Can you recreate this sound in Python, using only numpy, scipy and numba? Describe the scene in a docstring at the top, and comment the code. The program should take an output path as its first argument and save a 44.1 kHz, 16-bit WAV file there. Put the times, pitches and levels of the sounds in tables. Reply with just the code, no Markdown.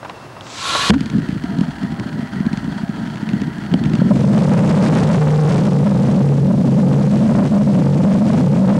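"""Small clicks over a faint night hum open the scene, then gas hisses from the nozzle of a pressure jet on a stand.
The gas lights with a bang and sputters as an open flame, heard as lumpy rumble, hiss and pops in the tail pipe.
Then it catches and roars: two noise-driven pipe tones and a broad rumble surge together under gusts of exhaust hiss.
The roar overloads the microphone, which flattens the wave before the bass cut, gain control and tape."""
import sys
import numpy as np
from scipy import signal
from scipy.fft import rfft, irfft
from scipy.io import wavfile
from scipy.ndimage import uniform_filter1d
from numba import njit

SR = 44100
rng = np.random.default_rng(int(sys.argv[2]) if len(sys.argv) > 2 else 0)


def store_wav(level_fs):
    """Save 16-bit WAV to argv[1]."""
    pcm = np.round(np.clip(np.atleast_2d(level_fs), -1, 1) * 32767)
    wavfile.write(sys.argv[1], SR, pcm.T.astype(np.int16))


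N = 387638  # length in samples

# Resonant burning: time_s, thrust_db, high_tone_share [0-1 of the tone power]
ROAR = [(3.9, -34, 0.2), (4.0, -19, 0.9), (4.08, -7.5, 0.96), (4.16, -3.5, 0.38), (4.3, -0.5, 0.56),
        (4.7, 4.5, 0.37), (4.83, 6, 0.16), (5.2, 7, 0.13), (5.55, 6, 0.07), (5.63, 3.5, 0.44),
        (5.9, 2.5, 0.59), (6.3, 1, 0.62), (6.55, -1.5, 0.9), (6.9, 2.5, 0.65), (7.15, 0.9, 0.49),
        (7.4, 1.6, 0.67), (8.6, 1.5, 0.66), (8.85, 3.5, 0.8)]
# Surges and falters of the burning: peak_s, extra_thrust_db
SURGES = [(4.111, 7.5), (4.38, 5), (4.519, 5.5), (4.583, 5.5), (4.735, -1), (4.827, 3.5), (4.985, 0),
          (5.217, 2.5), (5.349, 1.5), (5.453, 2.5), (5.864, 2.5), (6.218, 3.5), (6.304, 3.5), (6.46, 3.5),
          (6.513, 3), (6.938, 3), (7.09, -5.5), (7.275, -4), (7.297, 2), (7.381, 5.5), (7.491, -12.5),
          (7.546, 1.5), (7.64, -5), (7.863, 1.5), (8.04, 2.5), (8.35, 1), (8.692, 7)]
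# Exhaust hiss spectrum: frequency_hz, density_db [relative, per Hz]
EXHAUST_COLOUR = [(400, -8), (800, -4), (1600, -4), (2600, -10), (4800, -9), (7000, -14), (15000, -22)]
# Open flame: time_s, rumble_db
FLAME = [(0.911, -5), (.98, -15.5), (1.08, -23), (1.1, -14), (1.23, -17), (1.26, -21), (1.4, -24),
         (1.55, -22), (1.63, -24), (1.8, -27), (2.18, -22.5), (2.3, -23.5), (2.5, -24), (2.8, -26.5),
         (3.33, -19.5), (3.6, -24.5), (3.75, -16), (4.1, -21.5)]
# Flame hiss spectrum: frequency_hz, density_db [relative, per Hz]
FLAME_COLOUR = [(350, -4), (520, -27), (600, -8), (675, 1), (810, -7), (955, 0), (1110, -17), (1250, -4),
                (1350, -3), (1750, -3), (2320, -19), (3240, -11), (3750, -21), (4350, -13), (5110, -23),
                (11100, -35)]
# Thin wavering resonances in the flame: pitch_hz, width_hz, level_db [relative]
FLAME_LINES = [(598, 8.1, 6.5), (680, 16, 7.5), (799, 7.6, 8), (947, 20, 4.5)]
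# Placed flame pops: time_s, swing_peak_db, pitch_hz, crack_db [relative to the swing]
POPS = [(1.008, -3.5, 224, -11), (1.06, -19, 212, -2), (1.101, -22.5, 168, 3.5), (1.127, -11.5, 238, -23),
        (1.166, -8, 236, -27), (1.183, -9, 210, -18), (1.289, -6.5, 223, -17.5), (1.325, -8.5, 167, -31),
        (1.362, -13, 192, -29), (1.439, -9.5, 250, -13), (1.587, -3.5, 198, -19.5), (1.61, -0.5, 222, -16),
        (1.69, -14, 210, -24), (1.833, -11, 224, -14), (1.92, -14.5, 200, -28), (1.998, -9.5, 168, -9.5),
        (2.191, -9.5, 200, -24), (2.36, -21, 200, -15), (2.403, -5.5, 214, -20), (2.465, -3, 210, -20),
        (2.512, -13, 196, -31), (2.531, -6.5, 213, -13.5), (2.574, -9, 177, -11), (2.644, -10, 180, -14),
        (2.678, -10, 220, -33), (2.832, -8.5, 194, -32), (2.892, -8, 210, -22), (3.077, -12, 200, -25),
        (3.158, -22, 200, -3), (3.227, -8.5, 242, -19), (3.291, -16.5, 205, -0.5), (3.334, -3, 207, -22),
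        (3.418, -8.5, 224, -15), (3.584, -9.5, 213, -18), (3.74, 1, 250, -14.5), (3.757, -20, 198, -27),
        (3.839, -10, 193, -8.5), (3.858, -0.5, 182, -16.5), (3.898, -13, 216, -12), (3.936, -3, 216, -15),
        (3.954, -6.5, 200, -11.5), (3.988, -1.5, 202, -23), (4.016, 4, 180, -38)]
# Gas burning on the first swings of the bang: time_s, spread_s, level_db
CRACKLES = [(.9032, .0022, -2), (.941, .004, -19)]
# Whistling intake ducts: pitch_hz, width_hz, level_db [relative]
DUCTS = [(1037, 24, -4.5), (1105, 28, 1.5), (1360, 69, 0), (1693, 41, -8.5), (2430, 30, -8.5),
         (2810, 20, -7.5), (3350, 26, -24), (3800, 110, -20), (4630, 49, -16), (5970, 66, -17),
         (6240, 170, -15), (8240, 140, -15)]
# Gas jet spectrum: frequency_hz, density_db [relative, per Hz]
GAS_COLOUR = [(47, -50), (80, 2), (308, -12), (529, -9.5), (911, -19), (1080, -5.5), (1930, -16),
              (3920, -2.5), (4700, -10), (5500, -29), (7000, -41), (9000, -27), (10300, -13.5),
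              (13500, -19), (15400, -50)]
# Small clicks of valve and igniter: start_s, tick_peak_db, knock_db [relative to the tick]
CLICKS = [(0.0294, -45, 25), (0.0482, -47, 27), (0.0967, -18.5, -1.5), (0.199, -41, 12), (0.3652, -47, 21),
          (0.4095, -20.5, -6), (0.4675, -25.5, -1.5), (0.5006, -27, -2), (0.75, -9.5, 1)]
# Night background spectrum: frequency_hz, density_db [relative, per Hz]
NIGHT_COLOUR = [(30, 4), (80, -7.5), (122, 0.5), (200, -10), (500, -11.5), (1000, -13), (1800, -21),
                (2500, -29), (5000, -31.5), (10400, -51)]

# Roar: balance of tones and rumble; the low tone climbs with thrust
TONES_DB, RUMBLE_DB = 0, -7
LOW_HZ, LOW_HZ_PER_DB, HIGH_HZ = 136.46, 2.5, 195
EXHAUST_DB, EXHAUST_PER_DB = -34.5, 1.26  # hiss at 0 dB thrust before the gusts, and its growth
SURGE_RISE_S, SURGE_FALL_S = .007, .02

# Flame: hiss at 0 dB rumble before flicker, and dB of hiss per dB of rumble
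FLAME_HISS_DB, HISS_PER_RUMBLE = -32, 0.22
SETTLES_S, HOLLOW = 1.44, .6  # until it settles, this share of the hiss's low part is missing
SPUTTERS_PER_S, SPUTTER_DB, SPUTTER_HZ, SPUTTER_CRACK_DB = 7.6, -18, 204, -29

# Bang: first swing, the ring behind it, and the pipe's pitch climbing as the gas heats
BANG_S, BANG_DB, BANG_FALL_S = .897, 9, .009
RING_DB, RING_HOLD_S, RING_FALL_S = -8, .068, .014
COLD_HZ, HOT_HZ, HEATING_S = 180, 277, 0.062

# Gas: valve cracks open, time to open fully, ignition
VALVE_S, OPENING_S, LIGHT_S = 0.41, 0.28, .905
GAS_DB, GAS_TOP_DB, CREEP_DB_PER_S = -17, -27, 11.5  # gains of body and top at full flow; steady rise
GAS_POWER, TOP_POWER = 2.54, 0.97  # loudness grows as flow to this power: the thin top comes first

NIGHT_DB = -32
WHINE_HZ, WHINE_DB = 15734, -77  # steady thin whine at the very top, rms
BASS_CUT_HZ, BASS_CUT_Q, COUPLING_HZ = 90, .9, 120
TAPE_HZ, TOP_HZ = 9540, 15900  # the treble fades above the first and ends at the second


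def roar():
    """Unsteady burning drives two pipe tones and a broad rumble in puffs; the exhaust hisses in gusts."""
    thrust_db, share, gate = curves(ROAR)
    share = np.clip(share, 0, 1)

    low_hz = LOW_HZ + LOW_HZ_PER_DB * np.maximum(thrust_db, -2) + 2.59 * walk(5.2)
    low = unit(band(rng.standard_normal(N), low_hz, 4))
    high_hz = HIGH_HZ * (1 + 0.029 * walk(5.0))
    high = unit(band(band(rng.standard_normal(N), high_hz, 26.7), 198.0, 89.0))
    tones = np.sqrt(1 - share) * low + np.sqrt(share) * high
    rumble = band(band(rng.standard_normal(N), 165, 169), 165, 169)
    rumble = unit(band(rumble, 145.6, 170))
    pipe = undb(TONES_DB) * tones + undb(RUMBLE_DB) * rumble
    pipe = pipe * undb(2.6 * walk(70))

    # strong swings starve the flame and weak ones feed it, so slow surges even out
    pipe = pipe / np.sqrt(uniform_filter1d(pipe ** 2, size=1900))
    peak_s, extra_db = np.transpose(SURGES)
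    late = np.arange(N) / SR - peak_s[:, None]
    surge_shapes = np.exp(-(late / np.where(late < 0, SURGE_RISE_S, SURGE_FALL_S)) ** 2)
    pipe = pipe * undb(extra_db @ surge_shapes)

    hiss_db = EXHAUST_DB + EXHAUST_PER_DB * thrust_db
    hiss = noise(EXHAUST_COLOUR) * undb(.7 * walk(80))
    # each puff drives the exhaust harder
    hiss *= (uniform_filter1d(pipe ** 2, size=300) + 0.055) ** 0.12
    return gate * (undb(thrust_db) * pipe + undb(hiss_db) * hiss)


def flame():
    """Lumpy burning rumbles in the pipe, its hiss flickers, and pockets of gas pop."""
    rumble_db, gate = curves(FLAME)
    lumps = rng.standard_normal(N) * undb(3.2 * walk(45))
    rumble = unit(band(band(band(lumps, 152, 157), 228, 104.0), 83, 135))
    rumble += undb(-16.5) * unit(band(band(lumps, 149.0, 43), 149.0, 43))
    hiss_db = FLAME_HISS_DB + HISS_PER_RUMBLE * rumble_db
    out = gate * (undb(rumble_db) * rumble + undb(hiss_db) * flame_hiss())

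    for (s, db, hz, crack_db), chance in zip(POPS, rng.standard_normal((len(POPS), 2048))):
        add(out, s - .001, undb(db) * pop(hz, crack_db, chance))

    # small pops at random moments
    start, end = FLAME[0][0], FLAME[-1][0]
    count = int(SPUTTERS_PER_S * (end - start))
    for s, row in zip(rng.uniform(start, end, count), rng.standard_normal((count, 2051))):
        size, pitch, edge = row[:3]
        small_pop = pop(SPUTTER_HZ + 18 * pitch, SPUTTER_CRACK_DB + 1.7 * edge, row[3:])
        add(out, s, undb(SPUTTER_DB + 0.88 * size) * small_pop)
    return out


def flame_hiss():
    """Flickering noise with thin resonances, separate flares and sparse sparks; hollow until it settles."""
    hiss = noise(FLAME_COLOUR) * undb(1.3 * walk(30) + 2.2 * walk(120))
    lines = resonances(FLAME_LINES, 1 + 0.0037 * walk(2.8))
    hiss += undb(-7.0) * lines * undb(1 * walk(4.7))
    for hz in (688, 1027, 1366, 1620, 1923):  # each part of the hiss flares up on its own
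        flare = unit(band(band(rng.standard_normal(N), hz, 220), hz, 220))
        hiss += undb(-15 + 5 * walk(20)) * flare
    unsettled = np.clip((SETTLES_S - np.arange(N) / SR) / .05, 0, 1)
    hiss -= HOLLOW * unsettled * band(hiss, 760, 540)
    sparks = (rng.random(N) < 70 / SR) * rng.uniform(-1.4, 1, N)
    hiss += undb(-10) * unit(band(band(sparks, 1500, 1500), 1800, 2500))
    return hiss


def pop(hz, crack_db, chance):
    """A pocket of gas burns: a short crack, then a few swings of the pipe."""
    t = np.arange(len(chance)) / SR
    push = np.exp(-.5 * ((t - .0022) / .0008) ** 2)
    swing = band(band(push, hz, 125), hz, 170)
    crack = chance * np.exp(-t / .002) * np.minimum(t / .0003, 1)
    crack = band(band(crack, 1500, 2400), 1800, 4500)
    return swing / np.abs(swing).max() + undb(crack_db) * crack / np.abs(crack).max()


def bang():
    """A deep thump; the pipe swings freely after it and burning gas crackles on the first swings."""
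    t = np.arange(N) / SR
    after = np.maximum(t - BANG_S, 0)
    pitch_hz = COLD_HZ + (HOT_HZ - COLD_HZ) * np.minimum(after / HEATING_S, 1)
    swing = -np.sin(2 * np.pi * np.cumsum((after > 0) * pitch_hz) / SR)
    first = undb(BANG_DB) * np.exp(-after / BANG_FALL_S)
    ring = undb(RING_DB + 1.0 * walk(87.5)) * np.exp(-np.maximum(after - RING_HOLD_S, 0) / RING_FALL_S)
    size = np.minimum(after / .003, 1) * (first + ring)
    thump = undb(2.0) * np.sin(2 * np.pi * 70 * after) * np.exp(-after / 0.032)
    burst = sum(undb(db) * np.exp(-.5 * ((t - s) / spread) ** 2) for s, spread, db in CRACKLES)
    crackle = unit(band(band(rng.standard_normal(N), 1200, 1500), 1200, 2000))
    return size * swing + thump + burst * crackle


def gas():
    """Turbulent jet noise; the intake ducts whistle in it, a little higher as the flow grows."""
    t = np.arange(N) / SR
    flow = np.clip((t - VALVE_S) / OPENING_S, 0, 1)
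    unlit = np.clip((LIGHT_S - t) / 0.0018, 0, 1)
    creep = undb(CREEP_DB_PER_S * (t - VALVE_S - OPENING_S))
    glide = 0.92 + 0.084 * flow + 0.0062 * walk(18.4)
    whistles = resonances(DUCTS, glide[:SR])
    body = undb(-5.5) * noise(GAS_COLOUR) + undb(-6.0) * whistles
    top = noise([(6000, -4.0), (7000, -6.5), (8200, -7.5), (8800, -24), (15000, -50)])
    jet = undb(GAS_DB) * flow ** GAS_POWER * body + undb(GAS_TOP_DB) * flow ** TOP_POWER * top
    return unlit * creep * jet


def clicks():
    """Valve and igniter: each click is a brief bright tick and a duller, longer knock."""
    out, t = np.zeros(N), np.arange(1024) / SR
    for (s, db, knock_db), chance in zip(CLICKS, rng.standard_normal((len(CLICKS), 1024))):
        tick = chance * np.exp(-t / 0.00057)
        for _ in range(3):
            tick = band(tick, 3000, 3000)
        knock = band(band(chance * np.exp(-t / 0.01), 680, 510), 990, 1100)
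        click = tick / np.abs(tick).max() + undb(knock_db) * knock / np.abs(knock).max()
        add(out, s, undb(db) * click)
    return out


def night():
    """Distant hum and rustle as wavering shaped noise, with a faint high whine from a narrow band."""
    whine = undb(-21.5) * unit(band(rng.standard_normal(N), 2700, 50))
    return undb(NIGHT_DB + 1.2 * walk(40)) * (noise(NIGHT_COLOUR) + whine)


def resonances(table, glide):
    """Noise in narrow resonances whose pitches move together, for as long as the glide lasts."""
    white = rng.standard_normal(len(glide))
    rings = unit(sum(undb(db) / np.sqrt(w) * band(white, hz * glide, w) for hz, w, db in table))
    return np.pad(rings, (0, N - len(glide)))


def undb(db):
    """Turn decibels into an amplitude factor."""
    return 10 ** (np.asarray(db) / 20)


def unit(x):
    """Scale to rms 1."""
    return x / np.sqrt(np.mean(x ** 2))


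def curves(table):
    """Columns of a table at every sample, and a gate that is open while the table lasts."""
    s, *columns = np.transpose(table)
    t = np.arange(N) / SR
    gate = np.interp(t, [s[0] - .004, s[0], s[-1], s[-1] + .004], [0, 1, 1, 0])
    return [np.interp(t, s, c) for c in columns] + [gate]


@njit
def svf(x, hz, width):
    """State-variable band-pass with a moving centre, gain 1 there."""
    y, b, l = np.empty(len(x)), 0., 0.
    for i in range(len(x)):
        g, k = np.tan(np.pi * hz[i] / SR), width / hz[i]
        v = (b + g * (x[i] - l)) / (1 + g * (g + k))
        b = 2 * v - b
        l = l + 2 * g * v
        y[i] = k * v
    return y


def band(x, hz, width):
    """Band-pass around a fixed or moving pitch, width in Hz."""
    return svf(x + 1e-18, hz * np.ones(len(x)), 1. * width)


def noise(colour):
    """Noise of rms 1 with a spectrum of (Hz, dB) points."""
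    hz, db = np.transpose(colour)
    f = np.arange(N // 2 + 1) * SR / N + 1
    shape = undb(np.interp(np.log(f), np.log(hz), db))
    return unit(irfft(rfft(rng.standard_normal(N)) * shape, N))


def walk(rate):
    """Random levels held 1 / rate s and slewed twice, rms 1."""
    k = int(SR / rate)
    steps = np.repeat(rng.standard_normal(N // k + 1), k)
    return unit(uniform_filter1d(uniform_filter1d(steps, k), k)[:N])


def add(out, s, x):
    """Mix a short sound in at s seconds."""
    i = int(s * SR)
    out[i:i + len(x)] += x[:N - i]


@njit
def follow(x, attack, release):
    """Envelope follower with separate smoothing for rise and fall."""
    e, y = 0., np.empty(len(x))
    for i in range(len(x)):
        e += (abs(x[i]) - e) * (attack if abs(x[i]) > e else release)
        y[i] = e
    return y


def scene():
    """Mix the engine and clicks over the night, the same in both channels."""
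    engine = roar() + flame() + bang() + gas()
    # the louder the engine has been, the further the gain control holds the background down
    engine_level = follow(engine, 1 / (0.017 * SR), 1 / (3 * SR))
    duck = np.minimum(1, 0.016 / (engine_level + 1e-9))
    mono = engine + clicks() + duck * night()
    return np.array([mono, mono])


def record(dry):
    """The microphone bends upward swings softly and stops downward ones hard; bass cut, gain control, tape."""
    x = dry[0]
    x = np.where(x > 0, np.tanh(x), x / (1 + (np.abs(x) / .76) ** 6) ** (1 / 6))

    w = 2 * np.pi * BASS_CUT_HZ
    x = signal.lfilter(*signal.bilinear([1, 0, 0], [1, w / BASS_CUT_Q, w * w], SR), x)
    x = signal.lfilter(*signal.butter(1, COUPLING_HZ, "high", fs=SR), x)

    loud = follow(x, 1 / (0.0072 * SR), 1 / (.4 * SR))
    x = np.clip(x * np.minimum(1, 0.44 / (loud + 1e-9)), -.92, .92)
    x = signal.sosfilt(signal.butter(6, TAPE_HZ, fs=SR, output="sos"), x)

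    # tape: a deep murmur that grows with the sound, and a steady hiss, practically the same in both channels
    murmur_colour = [(15, -3), (30, -13.5), (45, 0.0), (80, 11.0), (110, -24.5), (200, -54.0)]
    murmur = undb(-24.0) * np.minimum(loud, .3) ** 1.51 * noise(murmur_colour)
    hiss_colour = [(100, 4.5), (8000, -1.0), (11500, -4.0), (14000, -16.5), (15000, -35.0)]
    hiss, side_hiss = noise(hiss_colour), noise(hiss_colour)

    # the left input takes the bass a shade stronger
    bass = signal.lfilter(*signal.butter(2, 300, fs=SR), x)
    side = undb(-37.0) * bass + undb(-91) * side_hiss
    whine = undb(WHINE_DB) * np.sqrt(2) * np.sin(2 * np.pi * WHINE_HZ * np.arange(N) / SR)
    x = x + murmur + undb(-55.5) * hiss + whine
    top_cut = signal.ellip(8, .2, 70, TOP_HZ, fs=SR, output="sos")
    return signal.sosfilt(top_cut, [x + side, x - side])


dry = scene()
out = record(dry)
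store_wav(out)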